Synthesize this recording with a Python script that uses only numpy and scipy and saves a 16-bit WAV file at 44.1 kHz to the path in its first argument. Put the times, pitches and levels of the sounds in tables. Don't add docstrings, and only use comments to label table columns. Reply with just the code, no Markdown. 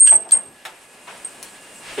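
import sys
import numpy as np
from scipy import signal
from scipy.fft import rfft, irfft, next_fast_len
from scipy.io import wavfile
from scipy.ndimage import uniform_filter1d, minimum_filter1d, map_coordinates

SR = 44100
rng = np.random.default_rng(int(sys.argv[2]) if len(sys.argv) > 2 else 0)


def materialize(psi):
    bounded = np.clip(np.atleast_2d(psi).T, -1, 1)
    quanta = np.round(bounded * 32767).astype(np.int16)
    wavfile.write(sys.argv[1], SR, quanta)


N = 88200


def amp(db):
    return 10 ** (np.asarray(db) / 20)


def unit(x):
    return x / np.sqrt(np.mean(x ** 2) + 1e-20)


def along(points, hz):
    freqs, values = np.transpose(points)
    return np.interp(np.log(hz + 1), np.log(freqs + 1), values)


def curves(rows):
    times, *columns = np.transpose(rows)
    return [np.interp(np.arange(N) / SR, times, column) for column in columns]


def since(start):
    return np.maximum(np.arange(N) / SR - start, 0)


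def fade(t, t60):
    return np.exp(-np.log(1000) * t / t60)


def strike(t, attack, t60):
    return (1 - np.exp(-t / attack)) * fade(t, t60)


def burst(start, length, attack_s=0.0058, release_s=0.012):
    t = since(start)
    return np.clip(t / attack_s, 0, 1) * np.clip((length - t) / release_s, 0, 1)


def wobble(rate):
    return map_coordinates(rng.standard_normal(4096), [np.arange(N) * rate / SR], mode="wrap")


def filtered(x, response):
    size = next_fast_len(N + SR // 2)
    return irfft(rfft(x, size) * response(np.fft.rfftfreq(size, 1 / SR)), size)[..., :N]


def pan(db):
    return amp(np.array([[db], [-db]]) / 2)


def add(out, start, x):
    part = out[:, max(round(start * SR), 0):][:, :x.shape[1]]
    part += x[:, :part.shape[1]]


def noise(colour, tilt_db=0, tilt_from_hz=100, size=N):
    # frequency in Hz, likeness of the two microphones (1 is identical).
    likeness = [(100, .99), (350, 0.99), (700, 0.88), (1500, 0.69), (4000, 0.6), (8000, .82), (13000, 0.97)]
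    hz = np.fft.rfftfreq(size, 1 / SR)
    spread = np.arccos(np.clip(along(likeness, hz), -1, 1)) / 2
    gain = amp(along(colour, hz) + tilt_db * np.log2(np.clip(hz, tilt_from_hz, 15000)))
    white = rfft(rng.standard_normal((2, size)))
    mid, side = irfft(white * gain * [np.cos(spread), np.sin(spread)], size)
    return unit(np.array([mid + side, mid - side]))


def tone(hz):
    return np.sqrt(2) * np.sin(2 * np.pi * np.cumsum(hz) / SR)


def rough_tone(hz, width_hz=220):
    return unit(wobble(width_hz) * tone(hz + width_hz / 2 * wobble(width_hz)))


def ring(modes, t):
    out = 0
    for hz, db, t60 in modes:
        level = amp(db + rng.normal(0, 2.6)) * fade(t, t60)
        out += level * np.sin(2 * np.pi * (hz * t + rng.random()))
    return out * (t > 0)


def in_car(x, wet_db, early_db=18.5, early_t60=0.1, first_wall_s=0.0023):
    # frequency in Hz, t60 in seconds.
    tail_t60 = [(150, 0.54), (700, 0.19), (2500, 0.13), (8400, 0.36), (15000, 0.097)]
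    white = noise([(20, 0), (20000, 0)], size=SR // 3)
    hz, t, spectrum = signal.stft(white, SR, nperseg=256)
    decay = fade(t, along(tail_t60, hz)[:, None]) + amp(early_db) * fade(t, early_t60)
    tail = signal.istft(spectrum * decay, SR, nperseg=256)[1]
    tail *= np.arange(tail.shape[1]) / SR > first_wall_s
    source = np.atleast_2d(x)[:1]
    echoes = signal.fftconvolve(source, tail / np.linalg.norm(tail[0]), axes=1)
    return x + amp(wet_db) * echoes[:, :source.shape[1]]


def bearing(squeal_jitter_hz=16, chirp_jitter_hz=35, jitter_per_s=400, wet_db=-2.5):
    # time in seconds, pitch in Hz.
    squeal_pitch = [(0, 8450), (.015, 8520), (.03, 8630), (.045, 8540), (.057, 8370), (.075, 8275),
                    (.1, 8285), (.135, 8370), (.163, 8275)]
    # pitch in Hz, start and end in seconds, level in dB.
    lingering_tone = (8619.5, -0.05, 0.1121, -13)
    # start and length in seconds, first and last pitch in Hz, level in dB.
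    chirps = [(0.318, 0.0298, 8368, 8538, -4.5), (1.245, .016, 8585, 8190, -21)]
    lingering_hz, start, end, lingering_db = lingering_tone
    lingering_pitch = lingering_hz + squeal_jitter_hz * wobble(jitter_per_s)
    lingering = amp(lingering_db) * burst(start, end - start) * tone(lingering_pitch)
    pitch = curves(squeal_pitch)[0] + squeal_jitter_hz * wobble(jitter_per_s)
    onset = 1 - np.exp(-(since(0) / 0.0015) ** 2)
    squeal = amp(-8) * onset * fade(since(0.153), t60=0.03) * tone(pitch)
    out = in_car(squeal + lingering, wet_db)
    for start, length, first_hz, last_hz, db in chirps:
        glide = np.interp(since(start), [0, length], [first_hz, last_hz])
        pitch = glide + chirp_jitter_hz * wobble(jitter_per_s)
        out += in_car(amp(db) * burst(start, length) * tone(pitch), wet_db)
    return out * pan(-0.8)


def linkage(crack_t60=0.0085, low_cut_hz=450):
    # start in seconds, level in dB, tilt in dB an octave, then pan, ring and room in dB.
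    clacks = [(.057, -22, 5, 2, -18, -7), (.066, -23.5, 2.5, 10.5, 6.5, 4), (0.0746, -12, -1, 0, 3.5, -4.5),
              (0.117, -34.5, -4.5, 2, -26, -1), (0.291, -35.5, -2.5, 9, -4, -1),
              (0.31, -16.5, 2.5, 2.5, -29, -1.5), (.323, -21.5, 0, 6, 0, -0.5),
              (.652, -23.5, -3.5, 0, -11, 4.5), (1.4282, -23, 4.5, 4, -12, 1)]
    # frequency in Hz, relative level in dB.
    crack_colour = [(50, -39), (200, -23), (450, -13), (800, -4), (1300, 0.5), (1700, 1), (3000, -2),
                    (4500, 2), (6000, -2.5), (8000, 3), (11000, -5), (13500, -18.5), (15500, -13.5)]
    # frequency in Hz, relative level in dB, t60 in seconds.
    steel_modes = [(1655, 1.5, 0.073), (2540, -7, .04), (2725, 1.5, 0.023), (3070, 1, 0.032),
                   (3370, -3.5, 0.042)]
    out, t = np.zeros((2, N)), np.arange(SR // 3) / SR
    for start, db, tilt_db, pan_db, ring_db, wet_db in clacks:
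        crack = noise(crack_colour, tilt_db, tilt_from_hz=650, size=len(t)) * fade(t, crack_t60)
        steel = amp(ring_db) * ring(steel_modes, t) / len(steel_modes)
        add(out, start, amp(db) * pan(pan_db) * in_car(crack + steel, wet_db))
    return signal.sosfilt(signal.butter(2, low_cut_hz, "high", fs=SR, output="sos"), out)


def door_panel():
    # start in seconds, level in dB, tilt in dB an octave, attack and t60 in seconds,
    # ring in dB.
    knocks = [(.116, -25.5, -1, 0.0015, .14, 1), (.175, -39, -13, 0.0051, 0.3, -7.5),
              (.257, -44.5, -7.5, 0.0035, 0.48, 8), (.325, -31, -1.5, 0.0024, 0.25, -3),
              (.653, -37, 0, 0.0026, 0.45, -0.5), (1.07, -33.5, .5, 0.0074, 0.39, -29)]
    # frequency in Hz, relative level in dB.
    rattle_colour = [(60, -28), (140, -22.5), (350, 1.5), (750, 12), (1400, 8.5), (2600, 6), (4500, -6),
                     (8000, -11.5), (15000, -43)]
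    # frequency in Hz, relative level in dB, t60 in seconds.
    panel_modes = [(137.2, -19.5, 0.26), (148.9, -20.5, 0.39), (361, -10.5, 0.7), (590, -7.5, .3),
                   (650, -6, 0.32), (692, 0, 0.34), (769, 4.5, 0.11), (806.6, -3.5, .3), (881, 1, 0.21),
                   (1203, -14, .25)]
    out, t = np.zeros((2, N)), np.arange(SR // 2) / SR
    for start, db, tilt_db, attack, t60, ring_db in knocks:
        rattle = noise(rattle_colour, tilt_db, tilt_from_hz=380, size=len(t)) * strike(t, attack, t60)
        ringing = amp(ring_db) * ring(panel_modes, t) * (1 - np.exp(-t / attack)) / 2
        add(out, start, amp(db) * in_car(rattle + ringing, wet_db=-8.5))
    return out * pan(1)


def door_bumps(attack_s=0.011):
    # start in seconds, level in dB, tilt in dB an octave, t60 in seconds.
    bumps = [(.13, -40, -3.5, 0.26), (0.462, -44.5, -17.5, 0.25), (1.975, -17, 0.5, 0.48)]
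    # frequency in Hz, relative level in dB.
    thud_colour = [(25, -42.5), (70, -29), (130, -19.5), (250, -1), (400, 10.5), (650, -12.5), (1200, -14),
                   (2300, -10.5), (3500, -12), (5000, -55), (14000, -48)]
    out = np.zeros((2, N))
    for start, db, tilt_db, t60 in bumps:
        thud = noise(thud_colour, tilt_db, tilt_from_hz=90)
        out += amp(db) * thud * strike(since(start), attack_s, t60)
    return out


def door_rolling(uneven_db=1.07):
    # time in seconds, then the levels of rumble, rasp and hiss in dB.
    levels = [(0, -51.5, -50.5, -78), (0.402, -46, -55.5, -60), (.6, -55, -52.5, -55),
              (.92, -53, -53.5, -52.5), (1.15, -47, -46.5, -49), (1.32, -48.5, -49, -47),
              (1.39, -46, -46, -48.5), (1.45, -47.5, -45.5, -45), (1.53, -48.5, -49.5, -46.5),
              (1.7, -48.5, -48.5, -48), (1.8, -46, -47.5, -45), (1.89, -46, -36, -46),
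              (1.962, -44, -40, -42), (2, -47, -32.5, -41.5)]
    # frequency in Hz, relative level in dB.
    rumble = [(25, -36), (60, -23), (110, -10.5), (180, 0), (350, 1), (600, 2), (900, -1), (1500, -7),
              (4000, -32.5)]
    rasp = [(300, -6.5), (700, -5.5), (1200, -0.5), (1900, 2), (2800, 2), (3600, -3.5), (5500, -8.5),
            (9000, -17), (15000, -42)]
    hiss = [(1500, -25), (4000, -9.5), (6300, -6.5), (7600, 1), (8600, 4), (9600, 1.5), (10500, -8),
            (11500, -10.5), (12300, -12.5), (15500, -21.5)]
    return sum(amp(db + uneven_db * wobble(28.8)) * noise(colour)
               for db, colour in zip(curves(levels), (rumble, rasp, hiss)))


def door_motor(flutter_db=2, wander_hz=14.37):
    lines_hz = [1683, 2508, 2785]
    # time in seconds, then the level of each line in dB.
    levels = [(0, -61.5, -62, -60.5), (.6, -60, -73.5, -65.5), (1.101, -61.5, -58, -62),
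              (1.53, -54, -65, -62.5), (1.64, -57.5, -66, -56), (1.76, -59, -62, -54),
              (1.85, -53, -66, -59)]
    return sum(amp(db + flutter_db * wobble(20.8)) * tone(hz + wander_hz * wobble(90))
               for hz, db in zip(lines_hz, curves(levels)))


def roller_whistle():
    # time in seconds, pitch in Hz, level in dB.
    whistle = [(0, 11600, -73), (.5, 11500, -64.5), (.9, 11150, -65), (1.15, 11050, -60), (1.2, 10560, -60),
               (1.25, 10550, -66), (1.3, 11400, -66), (1.46, 11100, -79), (1.6, 11000, -64)]
    # start and length in seconds, pitch in Hz, level in dB.
    squeaks = [(1.461, .035, 4300, -49), (1.75, 0.053, 7650, -49)]
    hz, db = curves(whistle)
    out = amp(db) * rough_tone(hz)
    for start, length, hz, db in squeaks:
        swell = np.sin(np.pi * np.minimum(since(start) / length, 1))
        out += amp(db) * swell * rough_tone(np.full(N, hz))
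    return out


def scene():
    return (bearing() + linkage() + door_panel() + door_bumps()
            + door_rolling() + door_motor() + roller_whistle())


def record(dry):
    # frequency in Hz, left over right in dB.
    balance = [(250, -0.5), (1000, -0.5), (2500, 0), (8000, -0.5)]
    ceiling, window_s, top_hz = 0.84, 0.0048, 15800
    mics = filtered(dry, lambda hz: pan(along(balance, hz))[:, 0])
    window = int(window_s * SR)
    needed_gain = np.minimum(1, ceiling / (np.abs(mics).max(axis=0) + 1e-9))
    gain = uniform_filter1d(minimum_filter1d(needed_gain, 2 * window), window)
    return filtered(mics * gain, lambda hz: hz < top_hz)


dry = scene()
out = record(dry)
materialize(out)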